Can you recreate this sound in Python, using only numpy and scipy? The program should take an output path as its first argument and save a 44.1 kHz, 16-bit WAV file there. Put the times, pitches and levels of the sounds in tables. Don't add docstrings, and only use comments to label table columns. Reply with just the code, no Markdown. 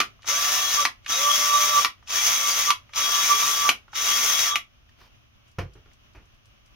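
import sys
import numpy as np
from scipy import signal
from scipy.fft import rfft, irfft, next_fast_len
from scipy.io import wavfile
from scipy.ndimage import uniform_filter1d

SR = 44100
rng = np.random.default_rng(int(sys.argv[2]) if len(sys.argv) > 2 else 0)


def rack_gain(trim_db):
    fader = np.asarray(trim_db, float)
    return 10 ** (fader / 20)


def file_out(sig):
    cols = np.atleast_2d(sig).T
    lim = np.clip(cols, -1, 1)
    pcm = np.round(lim * 32767).astype(np.int16)
    wavfile.write(sys.argv[1], SR, pcm)


N = 297675


def evened(x):
    return x / np.sqrt(np.mean(x ** 2) + 1e-20)


def read(points, hz):
    point_hz, value = np.transpose(points)
    return np.interp(np.log(hz + 1), np.log(point_hz + 1), value)


def add(mix, start_s, sound):
    part = mix[round(start_s * SR):][:len(sound)]
    part += sound[:len(part)]


def shaped(x, points, tilt_db=0.):
    size = 2 * next_fast_len(x.shape[-1] // 2 + 2048)
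    hz = np.fft.rfftfreq(size, 1 / SR)
    gain_db = read(points, hz) + tilt_db * np.log2(hz / 2000 + .01)
    log_gain = gain_db * np.log(10) / 20
    circle = np.concatenate([log_gain, log_gain[-2:0:-1]])
    causal = np.exp(np.conj(signal.hilbert(circle)))[:len(hz)]
    return irfft(rfft(x, size) * causal, size)[..., :x.shape[-1]]


def ring(x, hz, width_hz):
    return signal.lfilter(*signal.iirpeak(hz, hz / width_hz, SR), x)


def mode(x, hz, width_hz, lean_db, lead_rad):
    radius = np.exp(-np.pi * width_hz / SR)
    z = signal.lfilter([2 * (1 - radius)], [1, -radius * np.exp(2j * np.pi * hz / SR)], x)
    left = rack_gain(lean_db / 2) * (z * np.exp(1j * lead_rad)).real
    right = rack_gain(-lean_db / 2) * z.real
    return np.array([left, right])


def wander(size, hz):
    low_pass = signal.butter(2, hz, fs=SR, output="sos")
    return evened(signal.sosfilt(low_pass, rng.standard_normal(size)))


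def puff(t60_s, rise_s, seconds=.4):
    t = np.arange(round(seconds * SR)) / SR
    return rng.standard_normal(len(t)) * (1 - np.exp(-t / rise_s)) * rack_gain(-60 * t / t60_s)


def blend(a, b, points):
    same = np.clip(read(points, np.fft.rfftfreq(N, 1 / SR)), -1, 1)
    return np.array([a, irfft(same * rfft(a) + np.sqrt(1 - same ** 2) * rfft(b), N)])


# (per Hz, relative)
HUSH_COLOUR = [(12, -32.5), (20, -8), (113, -5.5), (165, -20.5), (215, -16), (499, -28.5), (590, -21.5),
               (897, -28.5), (1120, -22), (1910, -27.5), (2990, -21), (4300, -34), (6180, -32.5),
               (7950, -51.5), (16000, -41.5)]
# hz, likeness (-1 to 1)
HUSH_LIKENESS = [(60, 0.98), (240, -0.37), (950, -0.2), (3770, -0.36), (15000, -0.02)]
HUSH_DB = -58.5


def hush():
    pair = blend(*rng.standard_normal((2, N)), HUSH_LIKENESS)
    return rack_gain(HUSH_DB + 1.2 * wander(N, 6)) * evened(shaped(pair, HUSH_COLOUR))


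# start_s, peak_db, tilt_db_per_octave, rebound_db (re peak), rebound_delay_s
BRAKE_STOPS = [(0.002, -5, -1.93, -8, 0.01), (0.851, -6.5, -1.35, -8, 0.0082), (1.846, -5, 0.2, -9, 0.009),
               (2.704, -5.5, 0.67, -10, 0.009), (3.69, -3.5, 0, -11, 0.0079), (4.556, -7, 0.5, -14, 0.006)]
# (per Hz, relative)
CLACK_COLOUR = [(120, -53.5), (200, -22), (647, -19.5), (1140, -1), (1650, -12.5), (1910, -3.5),
                (2560, -1.5), (3970, -10), (5830, -11.5), (6510, -12), (7970, -23.5), (12800, -21.5),
                (16000, -25.5)]


def brake():
    out = np.zeros(N)
    for start_s, peak_db, tilt_db, rebound_db, delay_s in BRAKE_STOPS:
        hits = ((start_s, peak_db, .0016), (start_s + delay_s, peak_db + rebound_db, .002))
        for at_s, hit_db, rise_s in hits:
            blow = shaped(puff(0.018, rise_s, 0.091), CLACK_COLOUR, tilt_db)
            add(out, at_s, rack_gain(hit_db) * blow / abs(blow).max())
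    return out


# hz, width_hz (when ground), left_minus_right_db, left_lead_rad
SINGING_MODES = [(1161, 5, -3.2, 1.4), (1325, 5, -7.7, 1.6), (3331, 6, 10.4, -2.6), (3780, 6, 7.5, .2)]
RING_OUT_DB, RING_OUT_WIDTH_HZ = 0, 20


def brake_ring(clacks):
    modes = sum(mode(clacks, hz, RING_OUT_WIDTH_HZ, *sides) for hz, _, *sides in SINGING_MODES)
    return rack_gain(RING_OUT_DB) * modes


# hz, left_minus_right_db
DRILL_LEAN = [(60, 2), (99, 0.5), (160, -1), (270, 0), (450, -1.5), (740, 0.5), (1220, -1.5), (2010, -2.5),
              (3330, 2), (5500, 5), (9080, 10.5), (15000, -2.5)]


def leaning(x):
    left, right = x * np.ones((2, 1))
    left_db = [(hz, db / 2) for hz, db in DRILL_LEAN]
    right_db = [(hz, -db) for hz, db in left_db]
    return np.array([np.roll(shaped(left, left_db), 2), shaped(right, right_db)])


# hz, t60_s
GARAGE_DECAY = [(200, 0.23), (1000, 0.17), (3000, 0.17), (7000, 0.14), (14000, .14)]


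def garage(x):
    size = SR // 2
    taps = np.zeros((2, size))
    at = np.arange(60, size - 20, 20) + rng.integers(0, 20, (2, (size - 61) // 20))
    np.put_along_axis(taps, at, rng.choice([-1., 1.], at.shape), 1)
    hz, t, z = signal.stft(taps, SR, nperseg=256)
    apart = np.clip(hz / 400, 0, 1)[:, None]
    z[1] = apart * z[1] + np.sqrt(1 - apart ** 2) * z[0]
    decay = rack_gain(-60 * t / read(GARAGE_DECAY, hz)[:, None])
    tail = signal.istft(z * decay, SR, nperseg=256)[1]
    tail = tail / np.linalg.norm(tail[0])
    return signal.fftconvolve(x * np.ones((2, 1)), tail, axes=1)[:, :N]


# start_s, level_db (relative), pitch_hz
TOOL_TICKS = [(0.192, -46, 816), (0.221, -45, 3640), (0.23, -39, 2390), (0.245, -34.5, 1105),
              (1.046, -40.5, 2400), (1.062, -21, 2090), (2.026, -43.5, 1140), (2.074, -32, 3150),
              (2.893, -42, 1404), (2.935, -25.5, 2130), (3.881, -41.5, 1110), (3.932, -30, 1160),
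              (3.957, -23.5, 3200), (4.892, -49, 1920), (5.016, -44, 1090), (5.754, -54, 1104),
              (5.859, -50, 1140), (5.915, -52, 1700), (5.4796, -53, 5890), (5.5144, -55, 5880),
              (5.7358, -50, 5850), (5.9331, -49.5, 5140), (6.1344, -55.5, 4800), (6.2557, -57, 5850),
              (6.3448, -59, 5430), (6.4562, -51.5, 6130), (6.6599, -50.5, 5780)]


def ticks():
    out = np.zeros(N)
    for start_s, level_db, hz in TOOL_TICKS:
        tick = ring(ring(puff(.018, .003, .05), hz, 1.1 * hz), hz, 1.1 * hz)
        add(out, start_s - .001, rack_gain(level_db - 2.5) * tick / abs(tick).max())
    return out


START_HZ, SPIN_UP_S, SPIN_UP_POWER = 40.13, .076, 1.3
CREEP_SHARE, CREEP_S = .06, .14
SAG_HZ_PER_S = 400


def shaft_speed(t, age_s, full_hz, let_go_s):
    spin_up = (1 - CREEP_SHARE) * np.exp(-(age_s / SPIN_UP_S) ** SPIN_UP_POWER)
    lack = spin_up + CREEP_SHARE * np.exp(-age_s / CREEP_S)
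    sag_hz = SAG_HZ_PER_S * np.maximum(t - let_go_s, 0)
    return uniform_filter1d(full_hz - (full_hz - START_HZ) * lack - sag_hz, size=1500)


WHINE_ORDERS = (2, 3, 4, 5, 12, 28)
CASING_HZ, CASING_WIDTH_HZ, CASING_DB = 555, 55, 10
WHINE_LAW = 0.67


def motor_whine(speed_hz, share, contact, orders_db):
    size = len(speed_hz)
    turns = np.cumsum(speed_hz * (1 + 0.002 * wander(size, 30))) / SR
    whine = np.zeros(size)
    for order, level_db in zip(WHINE_ORDERS, orders_db):
        casing_db = CASING_DB / (1 + ((order * speed_hz - CASING_HZ) / CASING_WIDTH_HZ) ** 2)
        level = rack_gain(level_db + casing_db + 2 * wander(size, 10))
        peak = np.sqrt(2) * contact * share ** WHINE_LAW * level
        whine += peak * np.sin(2 * np.pi * (order * turns + rng.random()))
    return whine


# centre_s, mode_hz, swell_db, length_s
MODE_SWELLS = [(.49, 3780, 5.5, .05), (.66, 3331, 8, .04), (0.704, 3780, 5, .05),
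               (0.793, 1161, 12.5, 0.055), (1.143, 3780, 7, .06), (1.288, 1161, 14, .11),
               (1.318, 3331, 10.5, 0.063), (1.53, 1161, 7.5, 0.2), (1.578, 3780, 5, .08),
               (1.77, 1161, 12.5, 0.061), (2.446, 1161, 10.5, 0.076), (2.569, 1325, 7, 0.045),
               (2.6, 1161, 5, .05), (2.691, 1161, 13, .04), (2.966, 1161, 8.5, 0.077),
               (3.037, 3780, 8.5, 0.054), (3.185, 1161, 8.5, .06), (3.192, 3331, 6, 0.042),
               (3.31, 1161, 11.5, 0.051), (3.44, 1161, 7, .06), (3.455, 3780, 9, .06),
               (3.664, 1161, 10.5, 0.11), (4.095, 3780, 4.5, .1), (4.23, 3780, 3, .05),
               (4.371, 3331, 7, .05), (4.4, 1161, 6, .08), (4.516, 3780, 3, 0.052), (4.53, 1161, 15, 0.065)]
SING_FLICKER_DB, SING_FLICKER_HZ = 2.5, 10


def singing_swells(t):
    swell_db = SING_FLICKER_DB * np.array([wander(N, SING_FLICKER_HZ) for _ in SINGING_MODES])
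    for centre_s, hz, db, length_s in MODE_SWELLS:
        which = np.argmin([abs(row[0] - hz) for row in SINGING_MODES])
        swell_db[which] += db * np.exp(-(2 * (t - centre_s) / length_s) ** 2)
    return swell_db


# start_s, let_go_s, full_shaft_hz, grind_db (relative),
# eased_s (valve off the seat, before the brake)
TRIGGER_PULLS = [(0.238, 0.736, 149.7, -26.5, 0.029), (1.054, 1.754, 150.2, -26.5, .01),
                 (2.058, 2.6, 181.5, -26.5, 0.0022), (2.921, 3.621, 144, -27, 0.0071),
                 (3.917, 4.4, 182.3, -26, 0.066)]
# one rms_db per shaft order, at full speed before casing lift and waver
BURST_WHINE = [(-75, -66, -61, -50, -43, -52), (-75, -70, -51.5, -64, -64, -66),
               (-68, -64.5, -66, -57, -43, -52), (-72, -62, -70, -59, -46, -64),
               (-70, -64.5, -64, -60, -44, -52)]
# level_db (relative, at USUAL_HZ full speed), change_db_per_hz
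SINGING_LEVELS = [(-42, -0.0917), (-44, -0.1368), (-41, -0.0127), (-41.5, -0.0226)]
USUAL_HZ = 150
BITE_DB, BITE_S = -32, 0.042
SLACK_S, SLACK_DB = .035, -37
SPEED_LAW = 0.53
EASE_DB_PER_S = 328


def controls():
    t = np.arange(N) / SR
    grind_gain, sing_gains = np.zeros(N), np.zeros((len(SINGING_MODES), N))
    shaft_hz, share, whine = np.zeros(N), np.ones(N), np.zeros(N)
    swell_db = singing_swells(t)
    for pull, orders_db, stop in zip(TRIGGER_PULLS, BURST_WHINE, BRAKE_STOPS[1:]):
        start_s, let_go_s, full_hz, grind_db, eased_s = pull
        brake_s = stop[0]
        on = (t >= start_s - SLACK_S) & (t < brake_s + .006)
        age_s = np.maximum(t[on] - start_s, 0)
        fade = signal.windows.tukey(on.sum(), .03)
        speed_hz = shaft_speed(t[on], age_s, full_hz, let_go_s)
        shaft_hz[on] = speed_hz
        share[on] = speed_hz / full_hz
        hold_db = np.where(age_s > 0, BITE_DB * np.maximum(1 - age_s / BITE_S, 0), SLACK_DB)
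        bite = fade * rack_gain(hold_db) * share[on] ** SPEED_LAW
        contact = bite * rack_gain(-EASE_DB_PER_S * np.maximum(t[on] - brake_s + eased_s, 0))
        grind_gain[on] = contact * rack_gain(grind_db)
        for k, (level_db, db_per_hz) in enumerate(SINGING_LEVELS):
            sing_db = level_db + db_per_hz * (full_hz - USUAL_HZ) + swell_db[k, on]
            sing_gains[k, on] = bite * rack_gain(sing_db)
        whine[on] += motor_whine(speed_hz, share[on], contact, orders_db)
    return grind_gain, sing_gains, shaft_hz, share, whine


def even_ring(x, *shape):
    pair = mode(x, *shape)
    slow = np.sqrt(abs(uniform_filter1d(pair.mean(0) ** 2, size=1500)) + 1e-9)
    pair = pair / slow ** 0.55
    return pair / pair.mean(0).std()


# (per Hz, relative)
GRIND_COLOUR = [(18, -66.5), (30, -34.5), (64, -18.5), (135, -38), (311, -38), (426, -19), (512, -25),
                (599, -11.5), (913, -16), (1160, -6.5), (1580, -6), (3670, -5), (4300, -11), (6210, 1.5),
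                (8510, -16.5), (16000, -7)]
# hz, likeness
GRIND_LIKENESS = [(100, 0.94), (500, 0.38), (1500, 0.21), (5000, 0.55), (12000, 0.5)]
# hz, width_hz, level_db (relative), left_minus_right_db, left_lead_rad
HEAD_MODES = [(255, 30, -21, .5, .2), (430, 40, -17, -1.4, -.5), (1055, 20, -2, -8, -2.1),
              (1410, 30, -7, -5, -.6), (2130, 25, -3, 3.8, -.9), (2331, 16, 0, 2.4, -1.6),
              (2600, 25, -4, -1.5, -.2), (2690, 18, -2, -1, 2.5), (3420, 16, -2, 6, -2.5),
              (4650, 25, -3, 0, -1.8), (4850, 35, -1, 4.4, -1.4), (5113, 35, -3, 6.6, 1.4),
              (5423, 22, -1, 8.7, -1.3), (5558, 27, -1, 2.4, -1.2), (5843, 27, 0, 10.7, 2.1),
              (6010, 40, -2, -.5, -.1), (6240, 50, -1, .9, 1.1), (6499, 38, -1, 7, 1.2),
              (9524, 35, -11, -2.7, -.8)]
GEARING = 20
TREBLE_LAW, TREBLE_HZ = 1.1, 7900


def drill():
    grind_gain, sing_gains, shaft_hz, share, whine = controls()
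    struck = rng.random((2, N)) < .15
    grain_db = 1.7 * np.minimum(rng.exponential(1, (2, N)), 4)
    grains = rng.standard_normal((2, N)) * struck * rack_gain(grain_db)
    throb_db = 0.91 * np.sin(2 * np.pi * np.cumsum(shaft_hz / GEARING) / SR)
    grains = evened(grains * rack_gain(throb_db + 0.95 * wander(N, 250) + 1.1 * wander(N, 9.1)))
    rasp = rack_gain(9) * shaped(blend(*grains, GRIND_LIKENESS) * grind_gain, GRIND_COLOUR)
    high_pass = signal.butter(2, TREBLE_HZ, "high", fs=SR, output="sos")
    treble = signal.sosfiltfilt(high_pass, rasp)
    rasp = rasp - treble * (1 - share ** TREBLE_LAW)
    modes = sum(rack_gain(level_db + 10 + 2.6 * wander(N, 11)) * mode(grains[0] * grind_gain, hz, width_hz, *sides)
                for hz, width_hz, level_db, *sides in HEAD_MODES)
    singing = sum(gain * even_ring(grains[1], *row) for gain, row in zip(sing_gains, SINGING_MODES))
    return leaning(rasp + whine) + modes + rack_gain(2.0) * singing


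# time_s, level_db (relative)
SLEEVE = [(4.96, -83.5), (5.004, -59), (5.016, -58), (5.064, -61.5), (5.1, -68.5)]


def rustle():
    out = np.zeros(N)
    time_s, level_db = np.transpose(SLEEVE)
    t = np.arange(time_s[0], time_s[-1], 1 / SR)
    colour = [(200, 3.0), (1200, 1.0), (5000, -3), (9000, -25), (14000, -14.5)]  # hz, db
    cloth = evened(shaped(rng.standard_normal(len(t)), colour))
    level = rack_gain(np.interp(t, time_s, level_db) + 1.49 * wander(len(t), 120))
    add(out, time_s[0], cloth * level * signal.windows.tukey(len(t), .4))
    return out


# start_s, level_db (relative), tilt_db_per_octave, t60_s, wood_db (re knock)
BENCH_KNOCKS = [(5.585, -16, 0.6, 0.13, -4.5), (5.618, -38, 0.1, 0.13, 0), (5.665, -47, -0.5, 0.15, -2),
                (5.754, -40, -1.6, 0.23, -10), (5.86, -46, -0.9, 0.12, -14), (6.149, -39.5, 0.4, 0.25, -17)]
# (per Hz, relative)
KNOCK_COLOUR = [(15, -33), (30, -15), (50, -0.5), (99, -5), (134, -2.5), (175, -16.5), (285, -17.5),
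                (420, -11.5), (545, -21), (2480, -25.5), (3620, -38.5), (5880, -41), (7920, -56),
                (16000, -53.5)]
# hz, level_db (relative), t60_s
BENCH_MODES = [(96, 1, 0.23), (170, -10.5, 0.3), (375, 0, 0.11), (508, -5, 0.16), (856, -17, 0.13),
               (1080, -12, 0.088), (1210, -33, 0.27), (53.7, -7, 0.38)]


def bench():
    out, t = np.zeros(N), np.arange(round(.4 * SR)) / SR
    for start_s, knock_db, tilt_db, t60_s, wood_db in BENCH_KNOCKS:
        knock = shaped(puff(t60_s, 0.0016), KNOCK_COLOUR, tilt_db)
        wood = sum(rack_gain(level_db - 60 * t / decay_s) * np.sin(2 * np.pi * hz * t)
                   for hz, level_db, decay_s in BENCH_MODES)
        both = knock / abs(knock).max() + rack_gain(wood_db) * wood / abs(wood).max()
        add(out, start_s - .001, rack_gain(knock_db - 2.5) * both * signal.windows.tukey(len(t), .006))
    return out


def scene():
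    quiet, clacks = hush(), brake()
    hits = leaning(clacks + ticks()) + brake_ring(clacks)
    grind = drill()
    knocks = (rustle() + bench()) * rack_gain([[-.7], [.7]])  # left, right dB
    echoes = garage(rack_gain(-4.0) * grind + rack_gain(-4.0) * hits + rack_gain(-5.0) * knocks)
    return grind + hits + knocks + echoes + quiet


def roll_off(x):
    return signal.sosfilt(signal.butter(12, 16140, fs=SR, output="sos"), x)


# hz, gain_db
OUTPUT_COLOUR = [(4400, 0.98), (6400, 3), (7100, -2.5), (8300, -2), (10500, 3.5), (13000, 0.5),
                 (15500, -1.5), (16100, -11.5), (16500, -39)]


def record(dry):
    mix = shaped(dry, OUTPUT_COLOUR)
    return roll_off(mix)


dry = scene()
out = record(dry)
file_out(out)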